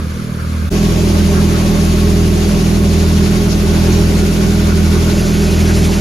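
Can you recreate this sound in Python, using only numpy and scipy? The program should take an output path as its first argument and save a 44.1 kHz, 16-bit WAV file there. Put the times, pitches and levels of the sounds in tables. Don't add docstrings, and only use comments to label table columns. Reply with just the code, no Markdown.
import sys
import numpy as np
from scipy import signal
from scipy.fft import rfft, irfft, next_fast_len
from scipy.io import wavfile
from scipy.ndimage import uniform_filter1d, map_coordinates

SR = 44100
rng = np.random.default_rng(int(sys.argv[2]) if len(sys.argv) > 2 else 0)


def file_out(sig):
    cols = np.atleast_2d(sig).T
    lim = np.clip(cols, -1, 1)
    pcm = np.round(lim * 32767).astype(np.int16)
    wavfile.write(sys.argv[1], SR, pcm)


def boost_factor(decibels):
    exponent = np.asarray(decibels, float) / 20
    return 10 ** exponent


N = 264732
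CHANGE_S, FADE_OUT_S, GAP_S, FADE_IN_S = .69, .007, .003, .027


def unit(x):
    return x / np.sqrt(np.mean(x ** 2) + 1e-20)


def along(points, hz):
    f, v = np.transpose(points)
    return np.interp(np.log(hz + 1), np.log(f + 1), v)


def curves(rows):
    s, *cols = np.transpose(rows)
    return [np.interp(np.arange(N) / SR, s, c) for c in cols]


def ramp(start_s, takes_s):
    return np.clip((np.arange(N) / SR - start_s) / takes_s, 0, 1)


def wobble(rate_hz):
    at = np.arange(0, N + 64, 64)
    knots = rng.standard_normal(int(N * rate_hz / SR) + 4)
    return np.interp(np.arange(N), at, map_coordinates(knots, [at * rate_hz / SR]))


def filtered(x, response):
    m = next_fast_len(N + 8192, True)
    return irfft(rfft(x, m) * response(np.fft.rfftfreq(m, 1 / SR)), m)[..., :N]


# time_s, firing_hz
FIRING_RATE = [(0, 39.93), (.69, 39.93), (.7, 40.55), (2.2, 40.7), (3.8, 40.79), (5, 40.76), (6, 40.67)]


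def crank():
    return 2 * np.pi * np.cumsum(curves(FIRING_RATE)[0]) / SR + 0.046 * wobble(6)


# phase_rad, smear_rad, turned_over_above_multiple, firing_moment_s
EXHAUST_PIPE = [
    (4, 0, 0, .198),
    (-.8, -.68, 2.5, 3.4215),
]


def pipe_lag(k, shot):
    start, smear, flip, _ = EXHAUST_PIPE[shot]
    turned_over = np.pi * (k > flip > 0)
    late = 1.2 * (k % 1 > 0 or k > 2.1 * flip > 0)
    return start + smear * k * (k - 9) + turned_over - late


# firing_multiple, far_db, near_db
EXHAUST_ORDERS = [(1, -40, -19.5), (1.5, -53, -40), (2, -22, -15.5), (2.5, -49, -43), (3, -29, -28),
                  (4, -27, -18.5), (4.5, -53, -25), (5, -26.5, -16.5), (5.5, -49, -56), (6, -33, -32),
                  (7, -54, -30.5), (8, -42.5, -27.5), (9, -56, -30), (9.5, -49, -48), (10, -49, -27.5),
                  (10.5, -52, -38), (14, -52, -41), (15, -53, -45), (16, -60, -44.5)]
# firing_multiple, far_db, near_db, far_in_step_s, near_in_step_s
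BLOWER_ORDERS = [(1, -41, -38, 0.27, 4), (2, -20.5, -23.5, 0.72, 3.027), (3, -35, -24, 0.39, 3.34),
                 (4, -41, -36, 0.37, 3.105), (5, -42, -83, 0.25, 3.5), (6, -38, -39, 0.268, 3.2),
                 (7, -54, -44, 0.27, 3.3)]


def engine(turn, shot, unsteady_db):
    belt_ratio = .98625
    turn = turn - turn[round(EXHAUST_PIPE[shot][3] * SR)]
    out = 0
    for k, *db in EXHAUST_ORDERS:
        shake_db = unsteady_db * np.sqrt(k) * (wobble(8.3) + 0.65 * wobble(24.63))
        phase = k * turn + pipe_lag(k, shot) + 0.096 * unsteady_db * k * wobble(13)
        out = out + boost_factor(db[shot] + 2.5 + shake_db) * np.cos(phase)
    for k, *row in BLOWER_ORDERS:
        step = turn[round(row[2 + shot] * SR)]
        phase = k * (step + belt_ratio * (turn - step)) + pipe_lag(k, shot)
        out = out + boost_factor(row[shot] + 1 + 1.2 * wobble(3.9)) * np.cos(phase)

    def placing(hz):
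        return boost_factor([[-.75], [.75]]) * np.exp([[-.0006j], [.0006j]] * hz)

    return filtered(np.array([out, out]), placing)


# frequency_hz, likeness
PORT_LIKENESS = [(40, 0.82), (150, 0.96), (340, 0.87), (860, 0.6), (1400, 0.26), (1900, 0.33), (3000, 0.26),
                 (4000, 0.61), (5300, 0.28), (6500, 0.67), (8000, 0.92), (14000, 0.29)]
# frequency_hz, left_lead_rad
PORT_LEAD = [(60, 1), (340, 0.08), (1120, 1.5), (1900, -0.3), (2900, 0.5), (4000, -1.06), (5000, 0.2),
             (6400, -0.04), (8200, -3.5), (11500, -6.5), (15000, -10.5)]
# frequency_hz, left_minus_right_db
PORT_LEAN = [(60, 4), (300, -6), (600, 0.2), (1200, -2), (2500, 0.1), (5000, 2.5), (9000, -1)]


def ports(hz):
    turn = np.arccos(np.clip(along(PORT_LIKENESS, hz), -1, 1)) / 2
    half = boost_factor(along(PORT_LEAN, hz) / 2) * np.exp(.5j * along(PORT_LEAD, hz))
    return np.cos(turn), np.sin(turn), np.array([half, 1 / half])


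def rush(colour, patchy_db, grain_db):
    raw = rng.standard_normal((2, N)) * boost_factor(grain_db * rng.standard_normal(N))
    z = signal.stft(raw, nperseg=512)[2]
    field = uniform_filter1d(rng.standard_normal(z.shape[1:]), size=5, axis=0)
    field = uniform_filter1d(field, size=5, axis=1)
    pair = signal.istft(z * boost_factor(patchy_db * unit(field)), nperseg=512)[1][:, :N]
    m = next_fast_len(N, True)
    hz = np.fft.rfftfreq(m, 1 / SR)
    shared, unrelated, half = ports(hz)
    common, apart = rfft(pair, m) * colour(hz) * [shared, unrelated]
    return unit(irfft(half * [common + apart, common - apart], m)[:, :N])


def shaped(spectrum):
    return lambda hz: boost_factor(along(spectrum, hz))


# time_s, feed_db
CROP_FEED = [(0, 0), (.25, .5), (.68, 1), (.74, -0.5), (1.5, 0.8), (2, 0), (3.2, -0.45), (3.9, 1),
             (4.8, -0.5), (5.1, .5), (5.4, -.5), (5.7, .5), (6, -0.5)]
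FEED_SHARE = (1.1, 1.4, 0.39)
# frequency_hz, density_db_per_hz
BEAN_SPRAY = [(5000, -42), (8500, 9), (10500, 0.5), (13000, -10), (16000, -8)]


def thresher(turn, levels_db, drum, straw, beans, shake_db):
    sieve_hz, loudest_s = 11.97, 3.019
    feed_db = curves(CROP_FEED)[0]
    drum_db, straw_db, beans_db = (db + share * feed_db for db, share in zip(levels_db, FEED_SHARE))
    beans_db = beans_db + 2.5 * ramp(4.88, 0.62)
    swing = np.sin(2 * np.pi * sieve_hz * (np.arange(N) / SR - loudest_s) + 1.86)
    sieve_db = shake_db * swing * (1 + 0.35 * wobble(3.0))
    load_db = 0.51 * wobble(8.1) + 0.27 * wobble(25.08)

    drum_db = drum_db + 10.0 + 0.3 * np.cos(turn)
    straw_db = straw_db + 0.28 * np.cos(turn / 3) + 0.69 * np.cos(turn) + 0.21 * sieve_db + load_db
    rattle_db = beans_db + 3.0 + sieve_db + load_db
    spray_db = beans_db - 10 + 2.4 * sieve_db + 1.6 * wobble(10)

    rumble = boost_factor(drum_db) * rush(shaped(drum), patchy_db=0.5, grain_db=0.7)
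    thrash = boost_factor(straw_db) * rush(shaped(straw), patchy_db=1.85, grain_db=2.0)
    rattle = boost_factor(rattle_db) * rush(shaped(beans), patchy_db=1.28, grain_db=2.5)
    spray = boost_factor(spray_db) * rush(shaped(BEAN_SPRAY), patchy_db=3.0, grain_db=1.5)
    return rumble + thrash + rattle + spray


# centre_s, pitch_hz, length_s, level_db
STRAW_WADS = [
    (.005, 1300, .02, -34.5),
    (0.405, 1350, 0.027, -34),
    (1.148, 1250, .03, -34),
    (1.377, 1400, 0.029, -26),
    (1.549, 1500, .04, -34),
    (3.52, 5170, .025, -26),
    (4.704, 1300, 0.038, -29.5),
    (5.701, 1500, 0.024, -24),
    (5.75, 5000, .03, -29),
]


def clumps():
    size = 8192
    out = np.zeros((2, N + size))
    t = (np.arange(size) - size // 2) / SR
    f = np.fft.rfftfreq(size, 1 / SR)
    for s, hz, length, db in STRAW_WADS:
        band = np.exp(-(np.log((f + 1) / hz) / 0.31) ** 2)
        puff = unit(irfft(rfft(rng.standard_normal((2, size))) * band, size))
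        out[:, round(s * SR):][:, :size] += boost_factor(db) * np.exp(-(t / length) ** 2 * 1.1) * puff
    return out[:, size // 2:][:, :N]


# pitch_hz, level_db, loudest_s (quietest_s if the fall is negative), fall_db_per_s
GEAR_WHINES = [
    (749.4, -39.5, 2, 1),
    (1101, -38, 1.7, 2.2),
    (1460, -36, 4.86, 6.5),
    (2216, -42.5, 5, 8.5),
    (598, -34, 4.5, -0.5),
]
# pitch_hz, width_hz
GEAR_WIDTH = [(590, 45), (750, 14), (1110, 16), (1450, 75), (2200, 60)]


def gears():
    t = np.arange(N) / SR
    out = 0
    for hz, db, s, fall_db in GEAR_WHINES:
        width_hz = along(GEAR_WIDTH, hz)
        level_db = db - fall_db * abs(t - s) + 1.45 * wobble(20)
        whine = rush(lambda f: 1 / (1 + ((f - hz) / width_hz) ** 2), patchy_db=-1.5, grain_db=0)
        out = out + boost_factor(level_db) * whine
    return out


# frequency_hz, density_db_per_hz
RUMBLE_FAR = [(20, -40), (35, -13), (60, -8), (100, -10.5), (200, -11), (300, -17), (540, -18),
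              (660, -25.5), (900, -34), (1300, -66)]
# frequency_hz, density_db_per_hz
RUMBLE_NEAR = [(20, -31), (40, -6), (80, -2), (140, -8), (165, -2), (203, 1), (225, -9), (260, -10.5),
               (320, -7), (400, -0.5), (440, -11.5), (510, -15.5), (600, -15), (1000, -34)]
# frequency_hz, density_db_per_hz
THRASH_FAR = [(500, -40), (900, -13.5), (1150, -3), (1450, -5), (1680, -7), (1850, -17), (2200, -14),
              (3000, -30.5)]
# frequency_hz, density_db_per_hz
THRASH_NEAR = [(500, -16), (800, 2), (1100, -1), (1250, -2), (1480, -2), (1800, -6.5), (2500, -9.5),
               (3500, -32)]
# frequency_hz, density_db_per_hz
RATTLE_FAR = [(1200, -30), (2200, 1.5), (3000, -4), (4500, -4), (6500, -8), (8000, -7.5), (10000, -10.5),
              (13000, -14), (16000, -15)]
# frequency_hz, density_db_per_hz
RATTLE_NEAR = [(1200, -7.5), (2000, -0.5), (2600, 2.5), (3200, 0), (4200, 0.5), (6500, -1), (8000, -3),
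               (10000, -9.5), (13000, -13.5), (16000, -12)]


def scene():
    turn = crank()
    far_db, near_db = (-38.5, -36, -39.5), (-29, -31, -29.5)
    far = engine(turn, shot=0, unsteady_db=.09)
    far = far + thresher(turn, far_db, RUMBLE_FAR, THRASH_FAR, RATTLE_FAR, shake_db=0.0)
    near = engine(turn, shot=1, unsteady_db=.13) + gears()
    near = near + thresher(turn, near_db, RUMBLE_NEAR, THRASH_NEAR, RATTLE_NEAR, shake_db=1.07)
    leaving = 1 - ramp(CHANGE_S, FADE_OUT_S)
    arriving = ramp(CHANGE_S + FADE_OUT_S + GAP_S, FADE_IN_S)
    return leaving * far + arriving * near + clumps()


# low_hz, high_hz, edge_scatter_hz, start_s, spared_s
SUM_GAPS = [
    (7720, 8900, 40, 0, .71),
    (8200, 8900, 330, 0, .71),
    (13900, 22000, 380, 0, 1.555),
    (15300, 22000, 0, 0, .71),
]
# low_hz, high_hz, edge_scatter_hz, start_s, spared_s
DIFFERENCE_GAPS = [
    (10050, 13150, 330, 0, 1.138),
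    (3000, 6450, 400, 5.15, 0),
]


def kept(bands, hz, t):
    spared_half_s = .021
    keep = np.ones((len(hz), len(t)))
    for low, high, scatter, since, spared in bands:
        edge = scatter * np.round(abs(rng.standard_normal((2, len(t))))) * [[-1], [1]]
        on = (t > since) * (abs(t - spared) > spared_half_s)
        on = on * (abs(t - CHANGE_S - spared_half_s) > spared_half_s)
        keep *= 1 - (hz[:, None] > low + edge[0]) * (hz[:, None] < high + edge[1]) * on
    return keep


def low_pass(x):
    return signal.sosfilt(signal.butter(12, 15850, fs=SR, output="sos"), x)


def record(dry):
    ceiling, frame, lead_in = .96, 1024, 280
    x = dry / (1 + abs(dry / ceiling) ** 5) ** (1 / 5)
    x = np.pad(x, [(0, 0), (lead_in, 0)])
    hz, t, z = signal.stft([x[0] + x[1], x[0] - x[1]], SR, "cosine", nperseg=2 * frame)
    z = z * [kept(SUM_GAPS, hz, t), kept(DIFFERENCE_GAPS, hz, t)]
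    pair = signal.istft(z, SR, "cosine", nperseg=2 * frame)[1]
    both, apart = pair[:, lead_in:][:, :N] / 2
    return low_pass(np.array([both + apart, both - apart]))


dry = scene()
out = record(dry)
file_out(out)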